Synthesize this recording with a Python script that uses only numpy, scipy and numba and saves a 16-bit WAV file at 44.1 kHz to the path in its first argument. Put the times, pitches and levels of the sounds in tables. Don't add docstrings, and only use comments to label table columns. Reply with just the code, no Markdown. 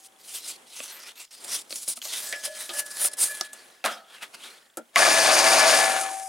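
import sys
import numpy as np
from scipy import signal
from scipy.fft import rfft, irfft
from scipy.io import wavfile
from scipy.ndimage import uniform_filter1d
from numba import njit

SR = 44100
rng = np.random.default_rng(int(sys.argv[2]) if len(sys.argv) > 2 else 0)


def persist_wave(psi):
    counts = np.round(np.clip(psi, -1, 1) * 32767).astype(np.int16)
    wavfile.write(sys.argv[1], SR, np.atleast_2d(counts).T)


N = 276948
T = np.arange(N) / SR
FFT_SIZE = 4096
BIN_HZ = np.maximum(np.arange(FFT_SIZE // 2 + 1) * SR / FFT_SIZE, 1)
LN_1000 = np.log(1000)
MOTOR_ON_S, MOTOR_OFF_S = 4.957, 5.777

# (frequency [Hz], density [dB])
GRIT_SPECTRUM = [(3000, -20), (5500, -11), (8300, -3), (9900, -1.5), (11400, -11), (14700, -30.5)]
# (frequency [Hz], level [dB], t60 [s])
BENCH_MODES = [(221.4, 4, 0.15), (329, 5, 0.045), (644, 8, 0.012), (1260, 4.5, 0.026)]


def undb(db):
    return 10 ** (np.asarray(db) / 20)


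def unit(x):
    return x / np.sqrt(np.mean(x ** 2))


def walk(rate_hz):
    hold = int(SR / rate_hz)
    return uniform_filter1d(np.repeat(rng.standard_normal(N // hold + 1), hold), hold)[:N]


def on_bins(points):
    hz, value = np.transpose(points)
    return np.interp(np.log(BIN_HZ), np.log(hz), value)


def filtered(x, response):
    return signal.oaconvolve(np.atleast_2d(x), np.atleast_2d(irfft(response, FFT_SIZE)), axes=1)


def colour(x, spectrum):
    cepstrum = irfft(np.log(unit(undb(on_bins(spectrum)))), FFT_SIZE)
    cepstrum[1:FFT_SIZE // 2] *= 2
    cepstrum[FFT_SIZE // 2:] = 0
    return filtered(x, np.exp(rfft(cepstrum)))[:, :N].reshape(x.shape)


def resonance(x, hz, width_hz):
    return signal.lfilter(*signal.iirpeak(hz, max(hz / width_hz, .6), SR), x)


@njit
def glide(x, hz, relative_width):
    out, band_state, low_state = np.empty(len(x)), 0., 0.
    for i in range(len(x)):
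        g = np.tan(np.pi * hz[i] / SR)
        band = (band_state + g * (x[i] - low_state)) / (1 + g * (g + relative_width))
        band_state = 2 * band - band_state
        low_state += 2 * g * band
        out[i] = relative_width * band
    return out


def ring(x, modes):
    out = 0
    for hz, db, t60_s in modes:
        pole = np.exp(2j * np.pi * hz / SR - LN_1000 / (t60_s * SR))
        mode = signal.lfilter([0, pole.imag], [1, -2 * pole.real, abs(pole) ** 2], x)
        out += undb(db) * np.sqrt(2 * (1 - abs(pole) ** 2)) * mode
    return out


def swells(peak_s, peak_db, rise_s, fall_s):
    level_db = np.full(N, -200.)
    for at, top_db, rise, fall in np.broadcast(peak_s, peak_db, rise_s, fall_s):
        level_db = np.maximum(level_db, top_db - 20 * np.maximum((at - T) / rise, (T - at) / fall))
    return level_db


def grains(spread_db, patch_db, patch_hz):
    size = np.minimum(rng.exponential(size=N), 5)
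    return unit(undb(spread_db * size + patch_db * walk(patch_hz)) * rng.standard_normal(N))


def air():
    # (frequency [Hz], density [dB])
    air_spectrum = [(30, -18), (260, 7), (700, 8), (1500, 2), (3200, 0), (4500, -6), (10000, 0.5),
                    (15000, -20.5)]
    mid, side = colour(rng.standard_normal((2, N)), air_spectrum) * undb(5.2 * walk(5.83))
    side = 0.95 * resonance(side, 1700, 3000)
    return undb(-61) * np.array([mid + side, mid - side])


def insect(pitch_hz=3300, pulse_hz=26):
    pulses = np.maximum(np.sin(2 * np.pi * pulse_hz * T), 0) ** 6
    gain = undb(-59 - walk(3) ** 2)
    return gain * pulses * unit(resonance(rng.standard_normal(N), pitch_hz, 290))


def stroke_level_db(pause_db=-17, edge_s=0.0023):
    # (peak time [s], level [dB], 20 dB rise [s], 20 dB fall [s])
    strokes = [(0.066, -51, 0.22, 0.028), (0.37, -32.5, 0.12, 0.045), (0.5, -35.5, 0.16, 0.07),
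               (0.785, -39, 0.13, 0.087), (0.828, -35.5, .02, 0.075), (0.912, -43.5, 0.16, 0.26),
               (1.064, -48.5, 0.1, 0.25), (1.2, -44, 0.043, 0.094), (1.312, -52, .012, 0.71),
               (1.446, -33.5, 0.011, 0.02), (1.544, -31, 0.12, 0.12), (1.76, -34.5, 0.16, 0.31),
               (1.825, -34, 0.091, .075), (1.881, -28, 0.002, 0.13), (1.973, -36, 0.026, 0.026),
               (2.147, -35.5, 0.29, 0.38), (2.26, -43.5, 0.13, 0.044), (2.458, -28, 0.035, 0.04),
               (2.609, -35.5, 0.16, 0.21), (2.799, -26.5, 0.11, 0.036), (2.865, -32, 0.016, 0.029),
               (2.916, -35, 0.033, 0.41), (3.062, -23.5, 0.18, 0.063), (3.136, -31, 0.009, 0.015),
               (3.185, -30.5, 0.011, 0.091), (3.214, -23, 0.055, 0.14), (3.28, -31, .05, 0.21),
               (3.358, -33.5, 0.054, .041), (3.45, -43.5, 0.058, 0.22), (3.85, -32, 0.0051, 0.085),
               (4.148, -53.5, 0.084, 0.069), (4.231, -41.5, 0.025, 0.033), (4.349, -45.5, 0.02, 0.02),
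               (4.445, -46, 0.082, 0.17)]
    # (start [s], length [s])
    pauses = [(0.077, 0.11), (0.567, 0.1), (1.121, 0.034), (1.255, 0.052), (1.623, 0.072), (1.941, 0.016),
              (1.993, 0.023), (3.087, 0.026), (3.152, 0.017), (3.477, 0.049)]
    still = sum((T > start_s) & (T < start_s + length_s) for start_s, length_s in pauses)
    return swells(*np.transpose(strokes)) + pause_db * uniform_filter1d(1. * still, int(edge_s * SR))


def flex_hz(paper_hz, rate_hz):
    hold = int(SR / rate_hz)
    jumps = np.repeat(rng.standard_normal(N // hold + 1), hold)[:N]
    return np.clip(1.3 * paper_hz * undb(4 * jumps), 1500, 12000)


def sandpaper(whistle_hz=9470):
    # (time [s], paper level [dB], paper pitch [Hz], finger rumble [dB])
    grip = [(0, -43.5, 5700, -86), (.75, -42.5, 3840, -58.5), (1.0, -37, 3130, -42.5),
            (1.2, -35.5, 4200, -49.5), (1.55, -41.5, 4700, -51.5), (1.85, -52, 5370, -79),
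            (2.1, -35.5, 5320, -47.5), (3.0, -49, 4800, -52), (3.3, -51, 4430, -55.5),
            (3.9, -30, 2480, -35.5), (4.23, -31.5, 1880, -48.5), (4.76, -43.5, 3220, -42)]
    # (frequency [Hz], density [dB])
    finger_spectrum = [(100, -20), (450, 3.5), (1100, 5), (1900, 16.5), (3000, -27)]
    time_s, *columns = np.transpose(grip)
    paper_db, paper_hz, finger_db = (np.interp(T, time_s, column) for column in columns)
    paper_db[T > time_s[-1]] = -200
    stroke_db = stroke_level_db()
    effort_db = stroke_db + 40
    catches = grains(spread_db=3, patch_db=2.5, patch_hz=90)
    patches = sum(glide(catches, flex_hz(paper_hz, rate_hz), 0.08) for rate_hz in (12, 25))
    paper = undb(paper_db + 0.83 * effort_db) * unit(glide(catches, paper_hz, 0.95) + 1.55 * patches)
    bright_band = unit(glide(catches, whistle_hz * undb(.5 * walk(27.48)), 0.13))
    whistle = undb(-10.5 + 1.29 * effort_db) * bright_band
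    hiss = undb(stroke_db - 6) * (colour(catches, GRIT_SPECTRUM) + whistle)
    rumble = colour(undb(finger_db + 0.72 * effort_db) * catches, finger_spectrum)
    bench_boom = 2.1 * resonance(rumble, BENCH_MODES[0][0], 21)
    return hiss + paper + rumble + bench_boom


def taps():
    # (time [s], crack peak [dB], crack pitch [Hz], thud re crack [dB], thud pitch [Hz], crack t60 [s])
    hits = [(0.8032, -20.5, 2390, -10.5, 400, 0.011), (1.707, -24, 4730, -13.5, 453, 0.012),
            (1.7265, -18.5, 3830, -16, 300, 0.014), (1.8782, -19, 5500, -18, 400, 0.011),
            (1.9752, -28.5, 3000, -10, 400, 0.0092), (2.0173, -24.5, 3080, -33, 500, 0.013),
            (2.0248, -24.5, 3020, -31, 500, 0.016), (2.053, -23, 5200, -11, 900, 0.038),
            (2.3263, -16, 1950, -16, 656, 0.11), (2.6926, -20, 3330, -12.5, 710, 0.12),
            (3.0485, -15, 1330, -11.5, 720, 0.014), (3.4108, -7.5, 5060, -15, 1020, 0.016),
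            (3.532, -24, 8000, -17.5, 750, 0.045), (3.8415, -13.5, 2300, -4, 586, 0.21),
            (3.86, -8.5, 1420, -19, 1200, 0.095), (4.7715, -20.5, 8440, -4.5, 400, 0.053),
            (4.959, -2, 2040, -8.5, 720, 0.068)]
    out, t = np.zeros(N + SR), T[:SR // 4]
    noises = rng.standard_normal((len(hits), len(t)))
    noises[:, 0] = 4
    spots = rng.standard_normal((len(hits), len(BENCH_MODES), 2)) * [.08, 3]
    for (time_s, peak_db, crack_hz, thud_db, thud_hz, t60_s), noise, spot in zip(hits, noises, spots):
        decay = LN_1000 * t / max(t60_s, .01)
        burst = resonance(noise * np.exp(-decay), crack_hz, 2.5 * crack_hz)
        snap = resonance(noise * np.exp(-t / 0.0019), 3000, 3400)
        crack = resonance(burst, crack_hz, 0.32 * crack_hz) + 0.5 * snap
        modes = [(hz * (1 + detune), db + weight_db, ring_s)
                 for (hz, db, ring_s), (detune, weight_db) in zip(BENCH_MODES, spot)]
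        force = np.diff(noise * np.exp(-decay / 1.99), prepend=0)
        thud = resonance(ring(force, modes), thud_hz, thud_hz)
        hit = crack / abs(crack).max() + undb(thud_db) * thud / abs(thud).max()
        start = int(time_s * SR)
        out[start:start + len(t)] += undb(peak_db) * hit
    return out[:N]


def rubbed_shaft():
    # (peak time [s], upper-mode drive [dB], lower-mode drive [dB])
    drags = [(2.225, -39, -51.5), (2.337, -34, -46), (2.479, -51, -39.5), (2.755, -37.5, -46),
             (3.034, -40.5, -45.5), (3.302, -30.5, -44.5)]
    # (frequency [Hz], level [dB], t60 [s])
    shaft_modes = [(586.3, -1, 0.5), (625, -2, 0.48), (1709, 0, 0.9), (2375, -17, 0.5)]
    peak_s, upper_db, lower_db = np.transpose(drags)
    grit = grains(spread_db=5, patch_db=-1, patch_hz=35)
    out = 0
    for drag_db, modes in ((lower_db, shaft_modes[:2]), (upper_db, shaft_modes[2:])):
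        drag = undb(swells(peak_s, drag_db, rise_s=0.094, fall_s=0.078)) * grit
        for hz, db, t60_s in modes:
            retain = np.exp(-2 * LN_1000 / (t60_s * SR))
            energy = signal.lfilter([1 - retain], [1, -retain], drag ** 2)
            amplitude = undb(db + 2 * walk(30)) * np.sqrt(2 * energy)
            out += amplitude * np.sin(2 * np.pi * hz * T + walk(20))
        out += ring(drag, modes)
    return .5 * out


def shaft_speed_hz(start_hz=88, full_hz=118, creep_hz=55.5, spin_up_s=.1, brake_s=0.097, creep_s=1):
    running_s = np.maximum(T - MOTOR_ON_S, 0)
    slowing_s = np.maximum(T - MOTOR_OFF_S + .06, 0)
    driven_hz = full_hz - (full_hz - start_hz) * np.exp(-running_s / spin_up_s)
    braking_hz = (driven_hz - creep_hz) * np.exp(-(slowing_s / brake_s) ** 2)
    return braking_hz + creep_hz * np.exp(-slowing_s / creep_s)


def steel_ring(rattle_db, hz=770.5, t60_s=2.2, initial_db=-62):
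    retain = np.exp(-LN_1000 / (t60_s * SR))
    amplitude, _ = signal.lfilter([1 - retain], [1, -retain], undb(rattle_db - 7), zi=[undb(initial_db)])
    driven = np.clip(undb(rattle_db + 24), 0, 1)
    drift_rad = np.cumsum(driven * walk(12)) * 30 / SR
    return amplitude * undb(2.5 * driven * walk(13)) * np.sin(2 * np.pi * hz * T + drift_rad)


def gear_whine(full_hz=2450, fall_hz_per_s=4500, silent_hz=500):
    hz = np.maximum(full_hz - fall_hz_per_s * np.maximum(T - MOTOR_OFF_S, 0), 1)
    fade = np.clip(hz / silent_hz - 1, 0, 1)
    return undb(-40) * (T > MOTOR_ON_S) * fade * unit(glide(rng.standard_normal(N), hz, .05))


def motor():
    # (frequency [Hz], density [dB])
    gear_spectrum = [(120, -33.5), (280, -11), (400, -14), (670, 2.5), (1010, -6), (1650, -6), (2340, -5.5),
                     (3220, -11), (4500, -10), (7000, -39)]
    # (frequency [Hz], density [dB])
    sanding_spectrum = [(3300, -37), (4500, 2.5), (6500, 0), (7600, -5), (9300, 1.5), (11000, -8.5),
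                        (14800, -23)]
    # (frequency [Hz], level [dB], t60 [s])
    drive_modes = [(667, -10.5, 0.27), (947, -35, 0.3), (1220, -17.5, 0.3), (1725, -10, 0.12),
                   (1860, -24, 0.26), (2337, -22, 0.21), (3620, -25, 0.1), (4550, -20.5, 0.06),
                   (5280, -19, 0.065), (5700, -31, .15), (6370, -16, 0.063), (6830, -18, 0.14)]
    coast_s = np.maximum(T - MOTOR_OFF_S, 0)
    gate_db = np.clip(1000 * (T - MOTOR_ON_S - .02), -200, 0)
    rattle_db = gate_db - 19.5 - 29 * coast_s - 79 * coast_s ** 2
    hiss_db = gate_db + np.maximum(-22 - 43 * coast_s, -38.5)
    turn_hz = shaft_speed_hz()
    turns = np.cumsum(turn_hz * (1 + 0.014 * walk(30))) / SR
    speed = turn_hz / turn_hz.max()
    beat = (1.1 - 0.47 * speed) * (np.exp(-(turns % 1) / 0.091) - .3)
    teeth = undb(rattle_db) * (1 + 1.13 * beat) * grains(spread_db=2.5, patch_db=1.5, patch_hz=60)
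    rattle = colour(teeth, gear_spectrum) + ring(teeth, drive_modes)
    hiss = undb(hiss_db) * (1 + 0.74 * beat) * grains(spread_db=3, patch_db=1.5, patch_hz=39)
    sanding = colour(speed * hiss, sanding_spectrum) + colour((1 - speed) * hiss, GRIT_SPECTRUM)
    unbalance_hum = undb(rattle_db - 31) * speed ** 6 * np.sin(2 * np.pi * turns)
    return rattle + steel_ring(rattle_db) + sanding + unbalance_hum + gear_whine()


def mic_ports(x, balance_db, lead_rad):
    left = undb(on_bins(balance_db) / 2) * np.exp(.5j * on_bins(lead_rad))
    centring = (-1) ** np.arange(len(BIN_HZ))
    return filtered(x, centring * np.array([left, 1 / left]))[:, FFT_SIZE // 2:FFT_SIZE // 2 + N]


def room(x, t60_s=0.089, level_db=-15):
    t = T[:SR // 4]
    tail = rng.standard_normal((2, len(t))) * np.exp(-LN_1000 * t / t60_s) * (t > .003)
    tail = signal.lfilter(*signal.butter(2, [150, 7100], "band", fs=SR), tail)
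    tail /= np.sqrt(np.sum(tail[0] ** 2))
    return undb(level_db) * signal.oaconvolve(x[None], tail, axes=1)[:, :N]


def scene():
    # (frequency [Hz], left minus right [dB])
    hands_balance = [(200, 0.19), (11000, 0.034)]
    motor_balance = [(200, -1.5), (600, 5), (5000, 4), (9000, -0.5)]
    # (frequency [Hz], left lead [rad])
    hands_lead = [(200, -0.11), (11000, -0.22)]
    motor_lead = [(200, -0.035), (900, -0.6), (6000, -0.71), (10000, -0.11)]
    hands = sandpaper() + taps() + rubbed_shaft()
    drive = motor()
    direct = mic_ports(hands, hands_balance, hands_lead) + mic_ports(drive, motor_balance, motor_lead)
    return direct + room(hands + drive) + air() + insect()


def record(dry, low_hz=152, top_hz=15900):
    thin = signal.sosfilt(signal.butter(2, low_hz, "high", fs=SR, output="sos"), dry)
    hiss = undb(-69) * rng.standard_normal(N)
    return signal.sosfilt(signal.ellip(10, .2, 100, top_hz, fs=SR, output="sos"), thin + hiss)


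dry = scene()
out = record(dry)
persist_wave(out)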